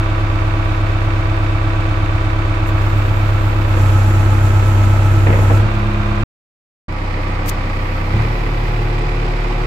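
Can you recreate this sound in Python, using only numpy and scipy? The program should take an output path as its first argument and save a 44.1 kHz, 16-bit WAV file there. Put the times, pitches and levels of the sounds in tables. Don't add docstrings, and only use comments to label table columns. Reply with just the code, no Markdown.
import sys
import numpy as np
from scipy import signal
from scipy.fft import rfft, irfft
from scipy.io import wavfile
from scipy.ndimage import uniform_filter1d, map_coordinates

SR = 44100
rng = np.random.default_rng(int(sys.argv[2]) if len(sys.argv) > 2 else 0)


def digitize_waveform(pressure):
    field = np.atleast_2d(pressure).T
    bounded = np.clip(field, -1, 1)
    quanta = np.round(bounded * 32767).astype(np.int16)
    wavfile.write(sys.argv[1], SR, quanta)


N = 426006
T = np.arange(N) / SR
HZ = np.maximum(np.fft.rfftfreq(N, 1 / SR), 1)
BREAK_S = (6.236, 6.883)
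BONNET = T > np.mean(BREAK_S)
SIDES = np.array([[1], [-1]])


def undb(db):
    return 10 ** (np.asarray(db) / 20)


def unit(x):
    return x / np.sqrt(np.mean(x ** 2))


def colour(points):
    hz, db = np.transpose(points)
    return undb(np.interp(np.log(HZ), np.log(hz), db))


def resonance(f, hz, width):
    return 1 / (1 + 1j * (f / hz - hz / f) * hz / width)


def shape(x, gain):
    return irfft(rfft(x) * gain, N)


def noise():
    return rng.standard_normal((2, N))


def walk(rate):
    return unit(shape(rng.standard_normal(N), 1 / (1 + (HZ / rate) ** 4)))


def since(s):
    return np.maximum(T - s, 0)


def ramp(s, length_s):
    return np.sin(np.pi / 2 * np.minimum(since(s) / length_s, 1)) ** 2


def lag(x, time_s):
    step = 1 / (time_s * SR)
    return signal.lfilter([step], [1, step - 1], x)


# frequency in Hz, side minus mid level in dB.
WIDTH = [(60, -11.5), (150, -12), (320, -12), (550, -5), (1000, 1.5), (15000, -1.5)]


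def spread(pair):
    mid, side = pair
    return mid + SIDES * shape(side, colour(WIDTH))


# start in seconds, firing rate asked for in Hz.
THROTTLE = [(0, 33.47), (5.48, 34.72), (6.5, 32.12), (8.08, 36.7)]
HUNT_HZ, SETTLE_S = 2.4, .13


def governor():
    hz = THROTTLE[0][1]
    w = 2 * np.pi * HUNT_HZ
    for (_, old), (s, new) in zip(THROTTLE, THROTTLE[1:]):
        age = since(s)
        swing = np.cos(w * age) + np.sin(w * age) / (w * SETTLE_S)
        hz = hz + (new - old) * (1 - np.exp(-age / SETTLE_S) * swing)
    return hz


REV_S = .22


def states(load):
    revved = 1 - np.exp(-since(THROTTLE[-1][0]) / REV_S)
    return np.array([(1 - load) * ~BONNET, load * ~BONNET, (1 - revved) * BONNET, revved * BONNET])


THUD_DB = (-19.5, -18.5, -20.5, -17.5)
BOOM_DB = (-18, -11.2, -23.5, -18.5)
CLATTER_DB = (-30.5, -30.5, -32, -32)
SURGE_DB = (-0.5, 9, 2)
STRAIN_DB = (.5, 2, 2.5)
# time in seconds, change in dB.
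BOOM_FADE = [(8.65, 0), (9.66, -4.5)]
CAB_HZ, CAB_WIDTH_HZ = 99, 15.8
RETURN_DB, RETURN_S = -4.5, .14


def levels(hz, state, surge, strain):
    swell_db = RETURN_DB * BONNET * np.exp(-since(BREAK_S[1]) / RETURN_S)
    base_db = np.array([THUD_DB, BOOM_DB, CLATTER_DB]) @ state + swell_db
    effort_db = np.outer(SURGE_DB, surge) + np.outer(STRAIN_DB, strain)
    thud_db, boom_db, clatter_db = base_db + effort_db
    tuning_db = 20 * np.log10(np.abs(resonance(3 * hz, CAB_HZ, CAB_WIDTH_HZ)))
    fade_db = np.interp(T, *np.transpose(BOOM_FADE))
    return thud_db, boom_db + tuning_db + fade_db, clatter_db


# cycles per four firings, then mean level in dB relative to the cab boom
DRONE = [(6, -30, -31, -23, -29), (8, -9.5, -14.5, -6, -10), (10, -10.5, -23, -26, -9),
         (11, -27.5, -37, -33, -26), (13, -22, -20, -36, -35), (14, -40.5, -49, -19, -41),
         (16, -29, -21, -16, -5), (20, -49, -40.5, -12.5, -19), (24, -39.5, -36, -14.5, -21),
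         (28, -25, -21.5, -36, -27), (36, -18, -31.5, -17, -56)]


def drone(firings, hz, state, thud_db, boom_db, waver_db=2.0, panel_hz=208, panel_width=4.46, panel_db=-26):
    def tone(order):
        phase_lag = np.where(BONNET, .5, .13) * order ** 2
        return np.sqrt(2) * np.cos(2 * np.pi * order * firings - phase_lag)

    thud = undb(thud_db) * tone(order=1)
    boom = undb(boom_db + .4 * walk(12)) * tone(order=3)
    out = thud + boom
    for cycles, *db in DRONE:
        level_db = boom_db + np.array(db) @ state + waver_db * walk(16)
        out += undb(level_db) * tone(order=cycles / 4)
    panel = np.abs(resonance(6 * hz, panel_hz, panel_width)) ** 2
    return out + undb(panel_db) * panel * tone(order=6)


def rumble(boom_db, state, cab_hz=104, cab_width=55, state_db=(-17, -19, -11, -9)):
    air = unit(spread(shape(noise(), resonance(HZ, cab_hz, cab_width) ** 2)))
    return air * undb(boom_db + np.array(state_db) @ state)


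def knocks(firings, state, flutter_db=1.06, knock=0.62, chatter_db=0.96):
    cycle = firings / 4 % 1

    def each_cycle(size):
        return map_coordinates(rng.standard_normal(size), [cycle * size], order=3, mode="grid-wrap")

    alike = np.array([.9, .42, .5, .4]) @ state
    pattern = np.array([each_cycle(size=5200) for _ in SIDES])
    repeated = np.sqrt(alike) * pattern + np.sqrt(1 - alike) * noise()
    dying = 1 + knock * np.exp(-(firings % 1) / .3)
    blows = unit(dying * undb(chatter_db * each_cycle(size=48)))
    low_share = 1 / (1 + (HZ / 3400) ** 3)
    fizz = noise() * unit(undb(flutter_db * walk(85)))
    return spread(shape(repeated * blows, np.sqrt(low_share)) + shape(fizz, np.sqrt(1 - low_share)))


# frequency in Hz, relative density in dB per Hz.
LEVER_COLOUR = [(60, -3), (140, 9.5), (200, -10.5), (430, -7.5), (600, -3), (1200, -3.5), (1550, -5.5),
                (1800, -9.5), (2600, -11), (2850, -14.5), (4500, -21.5), (5300, -27), (8000, -32.5),
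                (9300, -43), (11000, -38), (15500, -44)]
BONNET_COLOUR = [(60, -32), (150, 6.5), (450, -3.5), (1100, -5), (1500, -5.5), (2600, -27), (2900, -15),
                 (5000, -17.5), (5700, -24.5), (8100, -29), (9300, -36), (12300, -37), (15500, -41)]
# frequency in Hz, left minus right level in dB.
LEVER_BALANCE = [(60, 1), (110, -19), (200, 12.5), (380, 0), (700, -2), (1290, -6.5), (2380, -3.5),
                 (4400, -2), (8120, 5), (15000, -4.5)]
BONNET_BALANCE = [(60, -0.5), (110, 9), (200, -1.5), (380, -1), (700, -1), (1290, -2), (2380, -6),
                  (4400, -5.5), (8120, 1.5), (15000, -3.0)]
# frequency in Hz, width in Hz, then relative boost in dB
PANELS = [(234, 18, 4.5, 8, 3.5, 0), (319, 124, 15.5, 17, 9.5, 7.5), (440, 41, -2.5, 0, -3.5, 6.5),
          (512.7, 120, 4, 5, 10.5, 9.5), (730, 65, 2, -0.5, 6, 1), (831, 120, 0.5, 3, 7, 9),
          (1002, 50, 2.5, 1.5, 9, 7), (1139, 38, 5.5, -6, 8, 9), (1243, 170, 2, 2, 5.5, 2.5),
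          (1978, 410, 0.5, 0, 12.5, 10.5), (2350, 440, 2.5, 1, 15.5, 15), (2594, 230, 1.5, 0.5, 13, 13.5),
          (3635, 180, 4.5, 0.5, 0, 2)]


def clatter(firings, state, clatter_db):
    rattle = rfft(knocks(firings, state))
    out = 0
    band = (HZ > 900) & (HZ < 4000)
    peaks = np.array([np.abs(resonance(HZ, hz, width)) ** 2 for hz, width, *_ in PANELS])
    boosts_db = np.array([row[2:] for row in PANELS]).T @ peaks
    views = [(LEVER_COLOUR, LEVER_BALANCE)] * 2 + [(BONNET_COLOUR, BONNET_BALANCE)] * 2
    for share, boost_db, (points, balance) in zip(state, boosts_db, views):
        gain = colour(points) * undb(boost_db)
        gain = gain / np.sqrt(np.mean((gain * band) ** 2))
        out = out + share * irfft(rattle * gain * colour(balance) ** (SIDES / 2), N)
    return undb(clatter_db) * out


# multiple of the firing rate, then mean level in dB when idling, under load,
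# at the bonnet, revved, then left minus right level in dB.
WHINE = [(9.75, -32, -45, -41.5, -33.5, 0), (10, -50, -35, -55, -48, 0), (16.25, -55.5, -51.5, -47, -54, 1),
         (19.5, -42.5, -43.5, -48, -44, 13), (26, -60, -44, -48, -52, 0), (26.25, -58, -42, -50, -50, 0),
         (29.25, -41.5, -45, -45, -52, -0.5), (35, -44, -56, -60.5, -61, -12),
         (36, -53, -57.5, -44.5, -52.5, -14), (40, -48, -36, -53, -58, -1), (45, -45, -54, -62, -62, -2),
         (68.5, -52, -60, -60, -60, -2), (78, -60, -50, -61, -62, -2.5)]


def whine(firings, state, waver_db=1.5, wobble=0.18):
    out = 0
    for multiple, *db, pan_db in WHINE:
        level_db = np.array(db) @ state + waver_db * walk(9.3)
        gain = undb(level_db) * undb(SIDES * pan_db / 2)
        phase = 2 * np.pi * multiple * firings + wobble * walk(25)
        out = out + gain * np.sqrt(2) * np.sin(phase)
    return out


# start in seconds, new valve setting from 0 to 1, length of the move in seconds.
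LEVER = [(2.66, .42, .16), (3.66, 1, .11), (5.55, 0, .1)]


def lever():
    valve = np.zeros(N)
    for s, new, length_s in LEVER:
        valve = valve + (new - valve) * ramp(s, length_s)
    return valve


def opening(setting):
    return np.clip(2 * setting - 1, 0, 1)


# frequency in Hz, width in Hz, relative dB half open, dB fully open.
JET = [(5900, 1500, -6, 4.5), (7350, 1100, 7, 8), (11120, 900, -1, 4.5), (12600, 1100, 4.5, -2),
       (14670, 950, 2.5, -1), (9070, 20000, -14, -24)]
# time in seconds, level in dB.
SPURTS = [(2.685, -42), (5.555, -68)]
OIL_DB, SPURT_S = -42.5, 0.02


def oil(valve, pan_db=2, flicker_db=1):
    flow = noise()
    peaks = np.array([np.abs(resonance(HZ, hz, width)) ** 2 for hz, width, *_ in JET])
    gains = undb([row[2:] for row in JET]).T @ peaks
    half, full = (unit(shape(flow, gain)) for gain in gains)
    jet = half + opening(valve) * (full - half)
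    spurts = sum(undb(db) * np.exp(-((T - s) / SPURT_S) ** 2) for s, db in SPURTS)
    strength = undb(OIL_DB) * valve + spurts
    return jet * strength * undb(flicker_db * walk(18) + SIDES * pan_db / 2)


# frequency in Hz, relative level in dB, 60 dB decay time in seconds.
FRAME = [(162, 17.5, 0.078), (243, -3, 0.076), (297, 8, 0.049), (336.5, 10, 0.023), (422, -6, 0.034),
         (463, 14, 0.1), (525, 5, .04), (657, -10.5, 0.0273), (772, -19, 0.034), (934, -17, 0.06)]
# time in seconds, relative blow in dB, bright crack in dB
CLUNKS = [(5.03, -32, -18), (5.262, -13.5, -9), (5.299, -19.5, -8.5), (5.324, -19, -2),
          (5.385, -19.5, -23.5), (5.425, -23.5, -24.5), (5.497, -15.5, -25), (5.54, -37, -25),
          (5.6, -28, -22), (7.17, -25.5, -25), (7.461, -24, -22.5), (9.246, -25, -18)]


def clunks(attack_s=0.0036, contact_s=0.025, slack_db=-14, slack_s=0.073, judder_db=3,
           crack_hz=1900, crack_width=1500, ring_db=-1, crack_gain_db=-6, muffle_hz=2300):
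    ring = sum(undb(db) * resonance(HZ, hz, np.log(1000) / np.pi / t60) for hz, db, t60 in FRAME)
    push, crack = np.zeros(N), np.zeros(N)
    for s, db, crack_db in CLUNKS:
        age = since(s)
        decay = np.exp(-age / contact_s) + undb(slack_db) * np.exp(-age / slack_s)
        blow = undb(db) * (1 - np.exp(-age / attack_s)) * decay
        push = push + blow
        crack = crack + blow * undb(crack_db)
    judder = noise() * unit(undb(judder_db * walk(150)))

    def rung(force, response):
        response = response / (1 + (HZ / muffle_hz) ** 4)
        return shape(force * judder, response / np.sqrt(np.mean(np.abs(response) ** 2)))

    frame = undb(ring_db) * rung(push, ring)
    pin = undb(crack_gain_db) * rung(crack, resonance(HZ, crack_hz, crack_width) ** 2)
    return spread(frame + pin)


# frequency in Hz, relative density in dB per Hz.
BRUSH_COLOUR = [(1500, -28), (3200, -4), (5000, -4), (6800, 0), (9500, -8), (12000, -4), (15500, -4)]
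# time in seconds, starting level in dB.
TAPS = [(7.24, -38), (7.4605, -23)]
TAP_S = .0017
BRUSH_LANDS_S, BRUSH_SLIPS_S = 7.461, 7.499
BRUSH_DB, BRUSH_TAIL_DB = -15.5, -17
BRUSH_RISE_S, BRUSH_RELEASE_S, BRUSH_TAIL_S = .012, .001, .011


def brush(grain_db=3, right_db=-20):
    grains = rng.standard_normal(N) * undb(grain_db * walk(840))
    grit = unit(shape(grains, colour(BRUSH_COLOUR)))
    press = (T > BRUSH_LANDS_S) * np.exp(np.minimum(T - BRUSH_SLIPS_S, 0) / BRUSH_RISE_S)
    off = since(BRUSH_SLIPS_S)
    release = np.exp(-off / BRUSH_RELEASE_S) + undb(BRUSH_TAIL_DB) * np.exp(-off / BRUSH_TAIL_S)
    scrape = undb(BRUSH_DB) * press * release
    taps = sum(undb(db) * (T > s) * np.exp(-since(s) / TAP_S) for s, db in TAPS)
    return grit * (scrape + taps) * undb([[0], [right_db]])


def thin_hiss(db=-59, hz=12200, width_hz=3000, fade_s=.2, start=7.62, end=8.85):
    jet = unit(shape(noise(), resonance(HZ, hz, width_hz) ** 2))
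    return jet * undb(db) * (ramp(start, fade_s) - ramp(end, fade_s))


PRESSURE_S, FUEL_S = 0.069, 0.055
RECOVER_S = .16
BOG_HZ, DROOP_HZ = 1.7, .66


def scene():
    valve, governed = lever(), governor()
    load = lag(valve, PRESSURE_S)
    strain = np.maximum(valve - lag(valve, RECOVER_S), 0)
    surge = lag(np.maximum(np.gradient(governed), 0), FUEL_S)
    state = states(load)
    unsteady = 1 + (.0003 + .0009 * state[-1]) * walk(5)
    hz = (governed - DROOP_HZ * opening(load) - BOG_HZ * strain) * unsteady
    thud_db, boom_db, clatter_db = levels(hz, state, surge / surge.max(), strain)
    firings = np.cumsum(hz) / SR
    engine = drone(firings, hz, state, thud_db, boom_db) + rumble(boom_db, state)
    engine = engine + clatter(firings, state, clatter_db) + whine(firings, state)
    return engine + oil(valve) + clunks() + brush() + thin_hiss()


def record(dry, top_hz=15550):
    running = uniform_filter1d(1. 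* ((T < BREAK_S[0]) | (T > BREAK_S[1])), size=90)
    rounded = dry / (1 + (dry / .95) ** 6) ** (1 / 6)
    treble_cut = signal.ellip(10, .2, 80, top_hz, fs=SR, output="sos")
    return signal.sosfilt(treble_cut, rounded * running)


dry = scene()
out = record(dry)
digitize_waveform(out)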